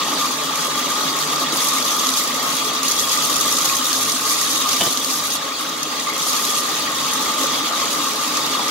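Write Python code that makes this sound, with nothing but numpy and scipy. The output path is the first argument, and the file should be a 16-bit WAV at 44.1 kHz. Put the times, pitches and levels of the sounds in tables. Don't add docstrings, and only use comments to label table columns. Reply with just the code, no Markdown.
import sys
import numpy as np
from scipy import signal
from scipy.fft import rfft, irfft, next_fast_len
from scipy.io import wavfile
from scipy.ndimage import uniform_filter1d, map_coordinates

SR = 44100
rng = np.random.default_rng(int(sys.argv[2]) if len(sys.argv) > 2 else 0)


def linear_from_db(decibels):
    return 10 ** (np.asarray(decibels, float) / 20)


def file_out(sig):
    cols = np.atleast_2d(sig).T
    lim = np.clip(cols, -1, 1)
    pcm = np.round(lim * 32767).astype(np.int16)
    wavfile.write(sys.argv[1], SR, pcm)


N = 383669


def unit(x):
    return x / np.sqrt(np.mean(x ** 2) + 1e-20)


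def along(points, hz):
    f, v = np.transpose(points)
    return np.interp(np.log(hz + 1), np.log(f + 1), v)


def wobble(rate_hz):
    knots = rng.standard_normal(int(N * rate_hz / SR) + 4)
    return map_coordinates(knots, [np.arange(N) * rate_hz / SR])


def swell(s, rise_s, hold_s, fall_s):
    corners = np.cumsum([s, abs(rise_s), abs(hold_s), abs(fall_s)])
    return np.interp(np.arange(N) / SR, corners, [0, 1, 1, 0])


def filtered(x, response):
    m = next_fast_len(N + 8192)
    return irfft(rfft(x, m) * response(np.fft.rfftfreq(m, 1 / SR)), m)[..., :N]


def modal(modes, hz):
    peaks = sum(linear_from_db(2 * db) / (1 + (2 * (hz - centre) / width) ** 2) for centre, width, db in modes)
    return np.sqrt(1 + peaks)


def patchy(patchy_db, lead=0.):
    z = signal.stft(rng.standard_normal((2, N)), nperseg=512)[2]
    z[1] = np.cos(lead) * z[1] + 1j * np.sin(lead) * z[0]
    field = uniform_filter1d(rng.standard_normal(z.shape[1:]), size=5, axis=0)
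    field = uniform_filter1d(field, size=5, axis=1)
    return signal.istft(z * linear_from_db(patchy_db * unit(field)), nperseg=512)[1][:, :N]


def ports(pair):
    mid, side = pair
    return np.array([mid + side, mid - side]) / np.std(mid)


def grains(s, db, hz, pan_db, cycles, rise, size):
    turn = hz[:, None] * np.arange(size) / SR
    envelope = (1 - np.exp(-3 * turn)) * np.exp(-turn / cycles)
    wave = envelope * np.sin(2 * np.pi * turn * (1 + rise * turn / cycles))
    out = np.zeros((2, N))
    for port, sign in enumerate((1, -1)):
        start = np.round(s * SR - sign * pan_db).astype(int)
        at = np.clip(start[:, None] + np.arange(size), 0, N)
        heard = linear_from_db(db + sign * pan_db / 2)[:, None] * wave
        out[port] = np.bincount(at.ravel(), heard.ravel(), N + 1)[:N]
    return out


def shower(count, hz, spread, uneven_db, cycles, rise, size):
    u = rng.random(count)
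    g = np.clip(rng.standard_normal((count, 3)), -2, 2)
    pitch = np.clip(hz * np.exp(spread * g[:, 0]), 100, 16000)
    cloud = grains(u * N / SR, uneven_db * g[:, 2], pitch, 3 * g[:, 1], cycles, rise, size)
    return unit(filtered(cloud, lambda f: 1 / (1 + (hz / (4 * f + 1)) ** 4)))


def spurts(count, t60, uneven_db):
    u = rng.random(count)
    g = np.clip(rng.standard_normal(count), -2, 2)
    kicks = np.bincount((u * N).astype(int), linear_from_db(2 * uneven_db * g), N)
    power = signal.lfilter([1], [1, -linear_from_db(-120 / (t60 * SR))], kicks)
    return power / power.mean()


# t/s, level/dB
CHURN = [(0.0, 1.5), (0.4, 0), (1.2, 1), (2.0, 0.5), (2.8, 0), (3.4, 0.5), (4.2, -1), (4.8, 0.5),
         (6.3, 0.5), (7.1, .5), (7.8, 1), (8.2, 0), (8.7, 1.5)]


def churn():
    s, db = np.transpose(CHURN)
    return np.interp(np.arange(N) / SR, s, db)


# start t/s, spray level/dB, share falling freely [0-1]
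HANDS = [(0.0, -31.5, .1), (0.7, -32, 0.3), (0.9, -29.5, 0), (1.44, -35, 0), (1.52, -26.5, 0),
         (2.27, -30, .2), (2.4, -27.5, 0), (2.7, -32, 0), (2.84, -24, 0.84), (4.92, -23, .9),
         (5.37, -34, 0.6), (5.56, -31.5, 0.4), (6.19, -25, 0.4), (6.61, -31, 0.7), (7.6, -34, 0),
         (7.74, -30, 0.45), (8.5, -31.5, 0.4)]


def spell(column, smooth_s):
    starts = [row[0] for row in HANDS]
    now = np.searchsorted(starts, np.arange(N) / SR, side="right") - 1
    held = np.array(HANDS)[np.clip(now, 0, None), column]
    return uniform_filter1d(held, size=max(1, round(smooth_s * SR)), mode="nearest")


# f/Hz, width/Hz, level over the base/dB
TUB_MODES = [(110, 18, 17.6), (148, 12, 9.3), (235, 8, 10.9), (265, 11, 20), (310, 16, 17), (430, 33, 13.1),
             (508, 15, 11.4), (540, 11, 14.0), (592, 61, 11.6), (691, 24, 12.1), (787, 31, 9.3),
             (866, 29, 13.9), (1000, 31, 5.5), (1090, 13, 17.0), (1195, 39, 18.0), (1252, 16, 17.1),
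             (1311, 26, 10.5), (1370, 26, 8.2), (1406, 14, 10.4), (1467, 16, 4.7), (1534, 14, 1.7),
             (1674, 25, -0.6), (1896, 31, 4.8), (3335, 38, 9.5), (3447, 16, 0.9), (3760, 90, 6)]
# f/Hz, width/Hz, level over the base/dB
TUB_SIDE_MODES = [(278, 12, 12), (299, 5.6, 15), (332, 15, 9), (376, 10, 5), (461, 19, 8.5), (734, 15, 3),
                  (851, 52, 3), (1000, 54, 9.5), (1076, 14, 14), (1178, 37, 19), (1246, 21, 16),
                  (1470, 17, 0), (3331, 69, 1), (3791, 120, 2)]
# f/Hz, level per Hz/dB
TUB_BASE = [(20, -18), (50, -16), (62, -8), (90, -12), (125, -33), (150, 1.5), (350, -2.5), (750, -5),
            (1150, 6), (1400, -1), (1600, 0), (2000, -2), (2600, -35)]
# f/Hz, level per Hz/dB
TUB_SIDE_BASE = [(20, -56), (60, -42), (90, -35), (125, -34), (160, -16.5), (350, -5), (750, -2),
                 (1150, -2), (1400, 3.5), (1600, 3.5), (2000, -6), (2600, -40)]


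def tub():
    churn_db = churn()
    free = spell(column=2, smooth_s=0.18)
    drum_db = -31.5 + 1.6 * churn_db - 0.5 * free
    sing_db = -27.5 + 0.53 * churn_db
    boom_db = -64.5 + 13 * free

    def shape(modes, hz):
        base = linear_from_db([along(TUB_BASE, hz), along(TUB_SIDE_BASE, hz)])
        return base * [modal(modes, hz), modal(TUB_SIDE_MODES, hz)]

    def high(hz):
        return 1 / (1 + (980 / (hz + 1)) ** 24)

    drum = ports(filtered(patchy(patchy_db=1.1, lead=-.35),
                          lambda hz: shape(TUB_MODES[1:], hz) * np.sqrt(1 - high(hz))))
    bubbles = shower(count=900, hz=700, spread=.4, uneven_db=5, cycles=3.5, rise=.04, size=1200)
    sing = ports(filtered(patchy(patchy_db=1.7, lead=0.47),
                          lambda hz: shape(TUB_MODES, hz) * np.sqrt(high(hz))))
    boom = unit(filtered(rng.standard_normal(N), lambda hz: modal(TUB_MODES[:1], hz) ** 2 - 1))
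    drum = linear_from_db(drum_db + 0.35 * wobble(12)) * (drum + linear_from_db(-10) * bubbles)
    sing = linear_from_db(sing_db + 0.56 * wobble(30) + [[.6], [-.8]]) * sing
    return drum + sing + linear_from_db(boom_db) * boom


# f/Hz, level per Hz/dB
NOZZLE_HISS = [(1000, -39.5), (1400, -19.5), (1900, -4.5), (2600, -2.5), (3400, 0.5), (4000, -2.5),
               (4300, 0), (4600, -2), (5100, -4.5), (6300, -5.5), (6900, -5.5), (12000, -25), (16000, -13)]
# f/Hz, side over mid level/dB
NOZZLE_SIDE = [(1400, 1), (2200, -2.5), (3400, -3), (4000, 1), (9000, 0)]
# f/Hz, width/Hz, level/dB
NOZZLE_MODES = [(3654, 31, 3), (3880, 41, 2.5), (4670, 55, 5), (6280, 22, 6.5), (6300, 500, -1.5)]


def gush():
    def colour(hz):
        nozzle = linear_from_db(along(NOZZLE_HISS, hz)) * modal(NOZZLE_MODES, hz)
        side = modal(TUB_SIDE_MODES, hz) * linear_from_db(along(NOZZLE_SIDE, hz))
        return nozzle * [modal(TUB_MODES, hz), side]

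    hiss = ports(filtered(patchy(patchy_db=2.34, lead=-.28), colour))
    bubbles = shower(count=1800, hz=2506, spread=0.332, uneven_db=4.0, cycles=9.6, rise=0.023, size=560)
    return linear_from_db(-27 + churn() + 0.89 * wobble(35)) * (hiss + linear_from_db(-9.0) * bubbles)


# f/Hz, level per Hz/dB
SPRAY_COLOUR = [(1200, -54), (2400, -23), (3400, -2), (5000, -0.5), (6600, 4.5), (7800, -8.5), (12000, -6),
                (14000, -12.5), (16000, -19.5)]
# t/s, peak level/dB, f/Hz
DROPS = [(1.3593, -9, 4560), (1.524, -7, 3760), (1.8257, -6, 4620), (2.069, -4, 6090), (2.09, -1.5, 3720),
         (2.831, -4, 6500), (2.9961, -5, 5920), (3.1736, -8, 6660), (3.358, -4, 6510), (3.4171, -14, 6660),
         (3.4545, -10, 4230), (3.5838, -5, 5940), (3.6571, -1.5, 6030), (3.7549, -5, 5650),
         (3.8786, -18, 6520), (3.93, -3, 4400), (4.097, -3, 6800), (4.4298, -9, 3710), (4.559, -7, 6370),
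         (4.6905, -3, 6610), (4.8097, -5, 3060), (4.9733, -2, 3970), (5.046, -1, 4340), (5.8304, -2, 6300),
         (6.578, -6, 3970), (8.3705, -3.5, 5930), (8.6817, -9, 5200)]
# t/s, level over the spray/dB, length/s
THROWN = [(0.547, 3.5, .12), (1.555, 2, 0.062), (1.642, 4, 0.044), (1.817, 1, 0.036), (1.965, 0.5, .08),
          (2.167, 3.5, 0.06), (3.28, -0.5, .04), (3.36, 0, .04), (4.346, 0, 0.033), (4.55, 0.5, .04),
          (4.836, 1.5, 0.039), (5.102, 1.5, 0.068), (5.315, 1.5, 0.046), (5.584, 5, 0.037),
          (7.114, 5, 0.045), (7.377, 4.5, .07), (8.242, 2.5, .06), (8.67, 0, .04)]


def spray():
    def colour(hz):
        return linear_from_db(along(SPRAY_COLOUR, hz))

    hiss = 0
    for band in ([(6500, -1.5), (8500, 0.45)], [(6500, -5.0), (8500, 0.5)]):
        short = spurts(count=1100, t60=0.033, uneven_db=7.0)
        long = spurts(count=300, t60=0.25, uneven_db=-4.5)
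        bursts = np.sqrt(0.2 + 0.37 * short + 0.45 * long)
        hiss = hiss + filtered(bursts * patchy(patchy_db=2.3), lambda hz: colour(hz) * linear_from_db(along(band, hz)))
    crackle = shower(count=9000, hz=7900, spread=0.455, uneven_db=3.5, cycles=3.4, rise=0.03, size=90)
    pings = shower(count=3500, hz=6954, spread=0.45, uneven_db=5.5, cycles=21.0, rise=0.011, size=380)
    ticks = shower(count=1200, hz=11000, spread=0.31, uneven_db=5.5, cycles=5, rise=.01, size=90)
    steady = unit(hiss) + linear_from_db(-8) * crackle + linear_from_db(-7.0) * pings + linear_from_db(-13) * ticks

    s, db, hz = np.transpose(DROPS)
    pan_db = 2 * np.clip(rng.standard_normal(len(s)), -2, 2)
    drops = grains(s, db - 6, hz, pan_db, cycles=5, rise=.02, size=500)
    hits = np.bincount(np.round(s * SR).astype(int), linear_from_db(db - 10.5), N)
    puffs = signal.lfilter([1], [1, -linear_from_db(-60 / (.03 * SR))], hits)
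    puffs = puffs * unit(filtered(rng.standard_normal((2, N)), colour))

    level_db = spell(column=1, smooth_s=0.03)
    level_db = level_db + sum(db * swell(s, 0.005, length_s, 0.025) for s, db, length_s in THROWN)
    return linear_from_db(level_db + 1.84 + 0.68 * wobble(22)) * steady + drops + puffs


# t/s, peak level/dB, f/Hz, left-right level/dB
AIR_POCKETS = [
    (0.083, -12.5, 820, 0),
    (0.308, -18, 850, 1),
    (0.51, -17, 795, -2),
    (1.53, -18, 323, -0.5),
    (1.558, -13, 980, -1),
    (6.039, -35, 425, -11),
    (7.439, -14, 510, 1),
    (8.594, -11, 905, 4),
]
# t/s, peak level/dB, f/Hz, left-right level/dB
SPONGE_BUBBLES = [
    (0.0894, -30, 1890, -1.0),
    (5.6094, -24, 2120, 2),
    (6.0726, -19, 2050, -2),
    (6.099, -14.5, 2130, 3),
    (6.1294, -22, 1990, 3),
    (6.8758, -19, 1880, -3),
    (7.2609, -23, 2180, -1),
]


def gulps():
    s, db, hz, pan_db = np.transpose(AIR_POCKETS)
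    large = grains(s, db - 2.5, hz, pan_db, cycles=3.5, rise=.03, size=2000)
    s, db, hz, pan_db = np.transpose(SPONGE_BUBBLES)
    return large + grains(s, db + 1.0, hz, pan_db, cycles=11, rise=0.0063, size=1500)


# t/s, thud level/dB, clack level/dB
BLOWS = [
    (4.8012, -30, -17),
    (4.8085, -19, -10.5),
    (4.8125, -26, -15),
    (4.8175, -21, -14),
    (4.835, -29, -26),
    (4.864, -23, -20),
    (4.872, -21, -29),
]
# f/Hz, level/dB, t60/s
THUD_MODES = [(180, -9, .08), (330, -6, .06), (480, -6, .04), (690, 0, .035), (900, -6, .035)]
# f/Hz, level/dB, t60/s
CLACK_MODES = [(1700, -14, .015), (2200, -13, .015), (2750, -6, .012), (3050, 0, .015), (3600, 1, .009),
               (4700, -4, .008)]


def knocks():
    out = np.zeros(N)
    t = np.arange(SR // 8) / SR

    def ring(modes):
        return sum(linear_from_db(db + rng.normal(0, 1.0) - 60 * t / t60) * np.sin(2 * np.pi * hz * t)
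                   for hz, db, t60 in modes)

    for s, thud_db, clack_db in BLOWS:
        blow = linear_from_db(thud_db + 7) * ring(THUD_MODES) + linear_from_db(clack_db + 7) * ring(CLACK_MODES)
        out[round(s * SR):][:len(t)] += np.clip(t / .0014, 0, 1) ** 2 * blow
    return out * linear_from_db([[-.6], [.6]])


# f/Hz, t60/s
ROOM_DECAY = [(300, 0.12), (2000, 1), (10000, 0.047)]


def room(x):
    hz, t, z = signal.stft(rng.standard_normal((2, SR // 2)), SR, nperseg=256)
    decay = linear_from_db(-60 * t / along(ROOM_DECAY, hz)[:, None])
    tail = signal.istft(z * decay, SR, nperseg=256)[1]
    late = np.pad(x, ((0, 0), (150, 0)))
    return signal.fftconvolve(late, tail / np.linalg.norm(tail[0]), axes=1)[:, :N]


def scene():
    events = knocks() + gulps()
    return tub() + gush() + spray() + events + linear_from_db(-9) * room(events)


def roll_off(x):
    return signal.sosfilt(signal.butter(12, 16780, fs=SR, output="sos"), x)


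def record(dry):
    gain = linear_from_db(-3 * swell(4.86, rise_s=0.097, hold_s=0.85, fall_s=1))
    mix = filtered(dry * gain, lambda hz: (hz < 15760) / np.sqrt(1 + (15 / (hz + 1)) ** 2))
    return roll_off(mix)


dry = scene()
out = record(dry)
file_out(out)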